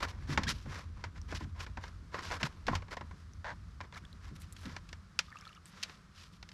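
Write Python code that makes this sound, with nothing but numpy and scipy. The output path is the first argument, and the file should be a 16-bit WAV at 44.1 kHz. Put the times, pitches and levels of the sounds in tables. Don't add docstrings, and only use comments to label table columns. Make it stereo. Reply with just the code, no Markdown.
import sys
import numpy as np
from scipy import signal
from scipy.fft import rfft, irfft, next_fast_len
from scipy.io import wavfile
from scipy.ndimage import uniform_filter1d

SR = 44100
rng = np.random.default_rng(int(sys.argv[2]) if len(sys.argv) > 2 else 0)


def pcm_store(signal):
    levels = np.round(np.clip(np.atleast_2d(signal), -1, 1) * 32767)
    wavfile.write(sys.argv[1], SR, levels.astype(np.int16).T)


N = 287973

# (strike time [s], level [dB], clack relative to the level [dB])
KNOCKS = [(0.3754, -19, -10.5), (0.4342, -35.5, 1.5), (0.576, -58, -15), (0.658, -42, -24),
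          (1.0399, -34.5, -6.5), (1.3238, -32, -24), (1.407, -39.5, -20), (1.444, -46, -24),
          (1.665, -39.5, -11.5), (1.772, -31, -19.5), (1.838, -39, -8), (2.1434, -30.5, -14),
          (2.311, -33, -10), (2.4303, -25.5, -4), (2.668, -43, 6), (2.682, -22.5, -15.5),
          (2.7297, -28.5, -30), (2.7522, -33, 2), (2.822, -42, -14.5), (2.883, -46, -15), (2.969, -34, -11),
          (3.0096, -35.5, -16), (3.111, -46.5, -14.5), (3.8046, -35, -14), (3.811, -34.5, -10),
          (3.9253, -41, -14), (4.565, -50.5, 7.5), (4.6555, -43.5, 0.5), (4.7649, -35.5, -4),
          (4.8902, -50.5, 5.5), (4.929, -39, -0.5), (5.1906, -23, 4.5), (5.8287, -41, 10.5),
          (5.8334, -38.5, 14.5), (5.896, -41.5, -7), (6.4278, -43.5, 0), (6.49, -51.5, 7), (6.5168, -55, 8)]
# (start [s], length [s], level [dB], rustle relative to the level [dB])
STROKES = [(0.0, 0.013, -38, -9.5), (0.01, 0.052, -34, -8.5), (0.07, 0.053, -53, 0),
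           (0.198, 0.075, -61.5, -6), (0.262, 0.11, -44.5, -4), (0.393, 0.084, -49.5, -13),
           (0.463, 0.068, -41, 3.5), (0.647, 0.21, -49, -5.5), (0.923, 0.19, -60, -10),
           (1.137, 0.058, -57, -7.5), (1.271, 0.084, -50, -6), (1.332, 0.057, -50.5, 0),
           (1.372, 0.084, -57.5, -1.5), (1.538, 0.082, -55.5, -11), (1.58, 0.075, -47.5, -2.5),
           (1.786, 0.13, -56, -4.5), (2.105, 0.13, -45, -10), (2.19, 0.17, -50, -2),
           (2.281, 0.11, -41.5, -7), (2.393, 0.034, -42, -7.5), (2.439, 0.037, -40.5, -3.5),
           (2.643, 0.16, -46, -11), (2.899, 0.053, -45, -6.5), (3.198, 0.0078, -69, 2),
           (3.823, 0.037, -52.5, -13), (3.923, 0.05, -54.5, -6), (3.955, 0.037, -51, -3),
           (4.189, 0.14, -61, -4.5), (4.347, 0.025, -64, 2), (4.392, 0.07, -67, 4), (4.527, 0.17, -67, 2),
           (4.581, 0.24, -55.5, -5), (5.203, 0.12, -67.5, 2.5), (5.278, 0.33, -67.5, 0.5),
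           (5.64, 0.075, -68, 2), (5.663, 0.35, -59, -2), (6.123, 0.18, -65, 5.5),
           (6.311, 0.072, -76.5, 12)]
# (start [s], length [s], level [dB])
SLEEVES = [(4.349, 0.022, -70), (4.395, 0.032, -62), (4.525, 0.0064, -52.5), (4.555, 0.14, -71),
           (5.649, 0.055, -66.5)]
TRAIL_DB = [
    [-11.5],
    [-17],
    [-16],
    [-15.5],
]
# (time [s], boom level [dB])
WEIGHT = [(0, -50), (.4, -38), (.62, -45.5), (1.3, -46), (1.45, -41.5), (1.62, -47), (2.62, -49.5),
          (2.71, -36.5), (2.87, -50.5), (4.55, -51), (4.72, -49.5), (5.04, -55), (5.71, -64.5), (6.3, -59)]
# (start [s], level [dB])
THUMPS = [(0.286, -26), (0.317, -26.5), (0.374, -25), (0.453, -29), (0.505, -29.5), (0.667, -35),
          (1.319, -31.5), (1.404, -29), (2.418, -26.5), (2.677, -25), (2.693, -24), (3.017, -40),
          (3.511, -44.5), (4.308, -36.5), (4.647, -29)]
# (length [s], level [dB], mean slip rate [1/s])
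JUDDER = (0.1, -41.5, 83)
# (start [s], length [s], level [dB], first pitch [Hz], last pitch [Hz])
SQUEAKS = [(0.466, 0.022, -36, 1586, 2170)]
# (time [s], level [dB], starting pitch [Hz])
DROPS_AND_TICK = [(1.217, -42.5, 5440), (3.336, -47.5, 5800), (3.926, -47, 3530), (3.948, -43, 3930),
                  (3.96, -41, 1740), (3.967, -40, 1250), (3.977, -41, 2200), (4.039, -50.5, 1510),
                  (4.049, -50, 1690), (4.053, -43.5, 3430), (4.13, -43, 4000), (4.526, -41.5, 7450),
                  (5.327, -42, 1760), (5.358, -38.5, 1190), (5.371, -41.5, 2600), (5.389, -43, 6300),
                  (5.412, -42.5, 5430), (5.454, -43, 3430), (5.47, -41.5, 1300), (5.478, -43, 4140),
                  (5.493, -45.5, 2660), (5.551, -47, 5750), (5.658, -42, 8100)]
# (start [s], length [s])
DRAIN = (5.28, .3)

# (frequency [Hz], width [Hz], level [dB])
SKIN_MODES = [(467, 460, -5), (713, 334, -6), (1031, 149, 2.5)]
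# (frequency [Hz], width [Hz], level [dB])
HULL_MODES = [(1270, 268, 2), (1638, 370, 1.5), (2155, 570, -2)]
# (frequency [Hz], width [Hz], level [dB])
FRAME_MODES = [(2480, 1080, 0.5), (3850, 2380, -2), (5660, 1450, -1.5), (7430, 980, -11)]
# (frequency [Hz], width [Hz], level [dB])
FIZZ_MODES = [(8900, 6300, -6), (12800, 1200, -14.5)]
# (frequency [Hz], width [Hz], level [dB])
BOOM_MODES = [(54, 21, 2.5), (87.2, 17.6, 5)]
# (frequency [Hz], width [Hz], level [dB])
FLOOR_MODES = [(134.8, 32.4, 0.5), (175, 46.5, -4.5), (232.6, 120, -7.5)]
# (frequency [Hz], width [Hz], level [dB])
TUBE_MODES = [(620, 160, -2), (946, 143, 2), (1690, 370, -0.5), (2500, 540, -18), (3500, 1500, -19),
              (5900, 3100, -32)]

# (frequency [Hz], relative level per Hz [dB])
AIR_COLOUR = [(59, -54), (100, -6.5), (177, 6), (264, -12.5), (654, -19.5), (842, -20.5), (1210, -10.5),
              (2690, -24.5), (5060, -23.5), (11800, -40.5), (15500, -48)]
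# (frequency [Hz], side minus mid [dB])
WIDTH = [(60, -23.5), (400, -15.5), (4000, -12.5), (12000, -12)]
# (frequency [Hz], left minus right [dB])
LEAN = [(100, 0), (700, -1.5), (4000, 0.5)]

LOOSE_T60_S, HELD_T60_S = 0.051, 0.029
PADDLE_HELD_S = 3.6
STROKE_TAPER = 0.73
TRAIL_S = 0.051
TICKS_PER_S, TICK_DB, TICK_S = 70, 5, .0015
THUMP_S = 0.035
JUDDER_START_S = 3.444
AIR_DB = -60.5
DULL_HZ, EDGE_HZ = 13000, 15650


def knocks():
    out = np.zeros((4, N))
    t = np.arange(6000) / SR
    part_t60 = np.array([[.7], [.65], [.6], [.45]])
    part_db = [[0], [0], [0], [-5]]
    for s, db, clack_db in KNOCKS:
        t60 = LOOSE_T60_S if s < PADDLE_HELD_S else HELD_T60_S
        rattle = rng.standard_normal(len(t)) * (1 - np.exp(-t / 0.0013))
        rattle[round(SR / 1000)] = 4.07
        fall_db = -60 * t / (t60 * part_t60)
        longer_shake = gain_of(-17.5 + 0.22 * fall_db)
        fall = gain_of(fall_db) + longer_shake
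        add(out, s - .001, shares(db, clack_db) * gain_of(part_db) * fall * rattle)
    return out


def drag():
    power = np.zeros((4, N))
    for s, length, db, rustle_db in STROKES:
        stroke = signal.windows.tukey(round(length * SR), STROKE_TAPER)
        add(power, s, (shares(db, rustle_db) * stroke) ** 2)
    for s, length, db in SLEEVES:
        brush = signal.windows.tukey(round(length * SR), .5)
        add(power[3], s, gain_of(2 * db) * brush)
    power = lag(power, 0.0021) + gain_of(TRAIL_DB) ** 2 * lag(power, TRAIL_S)
    grip = uniform_filter1d(rng.standard_normal((5, N)), 400)
    clumps = gain_of(1.4 * evened(grip[0]) + 1.36 * evened(grip[1:]))
    catches = rng.random(N) * (rng.random(N) < TICKS_PER_S / SR)
    ticks = gain_of(TICK_DB) * TICK_S * SR * lag(catches, TICK_S)
    friction = np.array([grit(1.5, size=50) for _ in power])
    return np.sqrt(power) * evened(clumps + ticks) * friction


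def boom():
    boom_db = np.interp(np.arange(N) / SR, *np.transpose(WEIGHT))
    push = gain_of(boom_db - 13.0) * grit(3.36, size=900)
    u = np.arange(round(4 * THUMP_S * SR)) / (THUMP_S * SR)
    for s, db in THUMPS:
        thump = np.sqrt(u) * np.exp(-2 * u) * rng.standard_normal(len(u))
        add(push, s, gain_of(db) * thump)
    flexing = evened(ring(grit(1.85, size=1500), BOOM_MODES))
    return gain_of(boom_db) * flexing + ring(push, FLOOR_MODES)


def judder():
    length, db, rate = JUDDER
    out = np.zeros(N)
    t = np.arange(0, length, 1 / SR)
    wander = 1.9 * uniform_filter1d(rng.standard_normal(len(t)), size=200)
    turns = np.cumsum(rate * (1 + wander)) / SR
    slips = (0.74 + np.exp(-(turns % 1) / 0.13)) * rng.standard_normal(len(t))
    fade = np.minimum((length - t) / 0.043, 1)
    add(out, JUDDER_START_S, gain_of(db) * evened(slips) * fade)
    return ring(out, TUBE_MODES)


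def squeaks():
    out = np.zeros(N)
    for s, length, db, first_hz, last_hz in SQUEAKS:
        u = np.linspace(0, 1, round(length * SR))
        shake = 1 + 0.24 * uniform_filter1d(rng.standard_normal(len(u)), 40)
        pitch_hz = first_hz + (last_hz - first_hz) * u ** 2
        phase = 2 * np.pi * np.cumsum(shake * pitch_hz) / SR
        stack = sum(gain_of(-8.0 * k) * np.sin((k + 1) * phase) for k in range(3))
        add(out, s, gain_of(db) * stack * signal.windows.tukey(len(u), .4))
    return out


def drops_and_tick():
    out = np.zeros(N)
    for s, db, hz in DROPS_AND_TICK:
        add(out, s - .001, gain_of(db) * short_ring(hz))
    start, length = DRAIN
    for when, size, pitch in rng.random((110, 3)):
        hz = 1200 * 2 ** (2 * pitch ** 2.5)
        db = -65.5 + 17 * size ** 2
        add(out, start + length * when, gain_of(db) * short_ring(hz))
    return out


def short_ring(hz):
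    t = np.arange(2000) / SR
    cycles = hz * t
    glide = rng.uniform(-.002, .004)
    ring_cycles = rng.uniform(4, 8)
    swell_and_decay = np.exp(-cycles / ring_cycles) * (1 - np.exp(-cycles / 0.28))
    tone = np.sin(2 * np.pi * cycles * (1 + glide * cycles)) * swell_and_decay
    onset = uniform_filter1d(rng.standard_normal(len(t)), size=3) * np.exp(-t / 0.00045)
    return tone + hz / 6000 * onset


def air():
    return gain_of(AIR_DB) * evened(shaped(grit(1.0, size=4000), AIR_COLOUR))


def shares(db, bright_db):
    skin = np.sqrt(1 / (1 + gain_of(1.24 * (bright_db + 9))))
    hull = np.sqrt(1 - skin ** 2)
    frame = gain_of(bright_db)
    fizz = gain_of(1.19 * bright_db - 14)
    return gain_of(db) * np.array([[skin], [hull], [frame], [fizz]])


def ring(x, modes):
    t = np.arange(8192) / SR
    body = np.zeros(len(t))
    for k, (hz, width, db) in enumerate(modes):
        decay = width ** 2 * t * np.exp(-np.pi * 1.55 * width * t)
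        body += (-1) ** k * gain_of(db) * decay * np.sin(2 * np.pi * hz * t)
    return signal.oaconvolve(x, body / np.linalg.norm(body))[:N]


def grit(spread_db, size):
    grains = uniform_filter1d(rng.standard_normal(N), size)
    return evened(rng.standard_normal(N) * gain_of(spread_db * evened(grains)))


def shaped(x, points):
    size = next_fast_len(N)
    hz, db = np.transpose(points)
    log_hz = np.log(np.fft.rfftfreq(size, 1 / SR) + 1)
    gain = gain_of(np.interp(log_hz, np.log(hz), db))
    return irfft(rfft(x, size) * gain, size)[:N]


def lag(x, seconds):
    keep = np.exp(-1 / (seconds * SR))
    return signal.lfilter([1 - keep], [1, -keep], x)


def gain_of(db):
    return 10 ** (np.asarray(db) / 20)


def evened(x):
    return x / np.sqrt(np.mean(x ** 2) + 1e-20)


def add(mix, s, sound):
    part = mix[..., round(s * SR):][..., :sound.shape[-1]]
    part += sound[..., :part.shape[-1]]


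def scene():
    skin, hull, frame, fizz = drag() + knocks()
    contact = ring(skin, SKIN_MODES) + ring(hull, HULL_MODES)
    contact += ring(frame, FRAME_MODES) + ring(fizz, FIZZ_MODES)
    boat = contact + boom() + judder() + squeaks() + drops_and_tick()
    place = evened(uniform_filter1d(rng.standard_normal(N), size=2000))
    shifted = signal.hilbert(boat, next_fast_len(N))[:N].imag
    side = shaped(0.63 * place * boat + 0.78 * shifted + 2.4 * air(), WIDTH)
    mid = boat + air()
    left = shaped(mid, [(hz, db / 2) for hz, db in LEAN])
    right = shaped(mid, [(hz, -db / 2) for hz, db in LEAN])
    return np.array([left + side, right - side])


def record(dry):
    dulled = signal.lfilter(*signal.butter(4, DULL_HZ, fs=SR), dry)
    band_limit = signal.firwin(511, EDGE_HZ, window=("kaiser", 9), fs=SR)
    return signal.oaconvolve(dulled, band_limit[None], "same")


dry = scene()
out = record(dry)
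pcm_store(out)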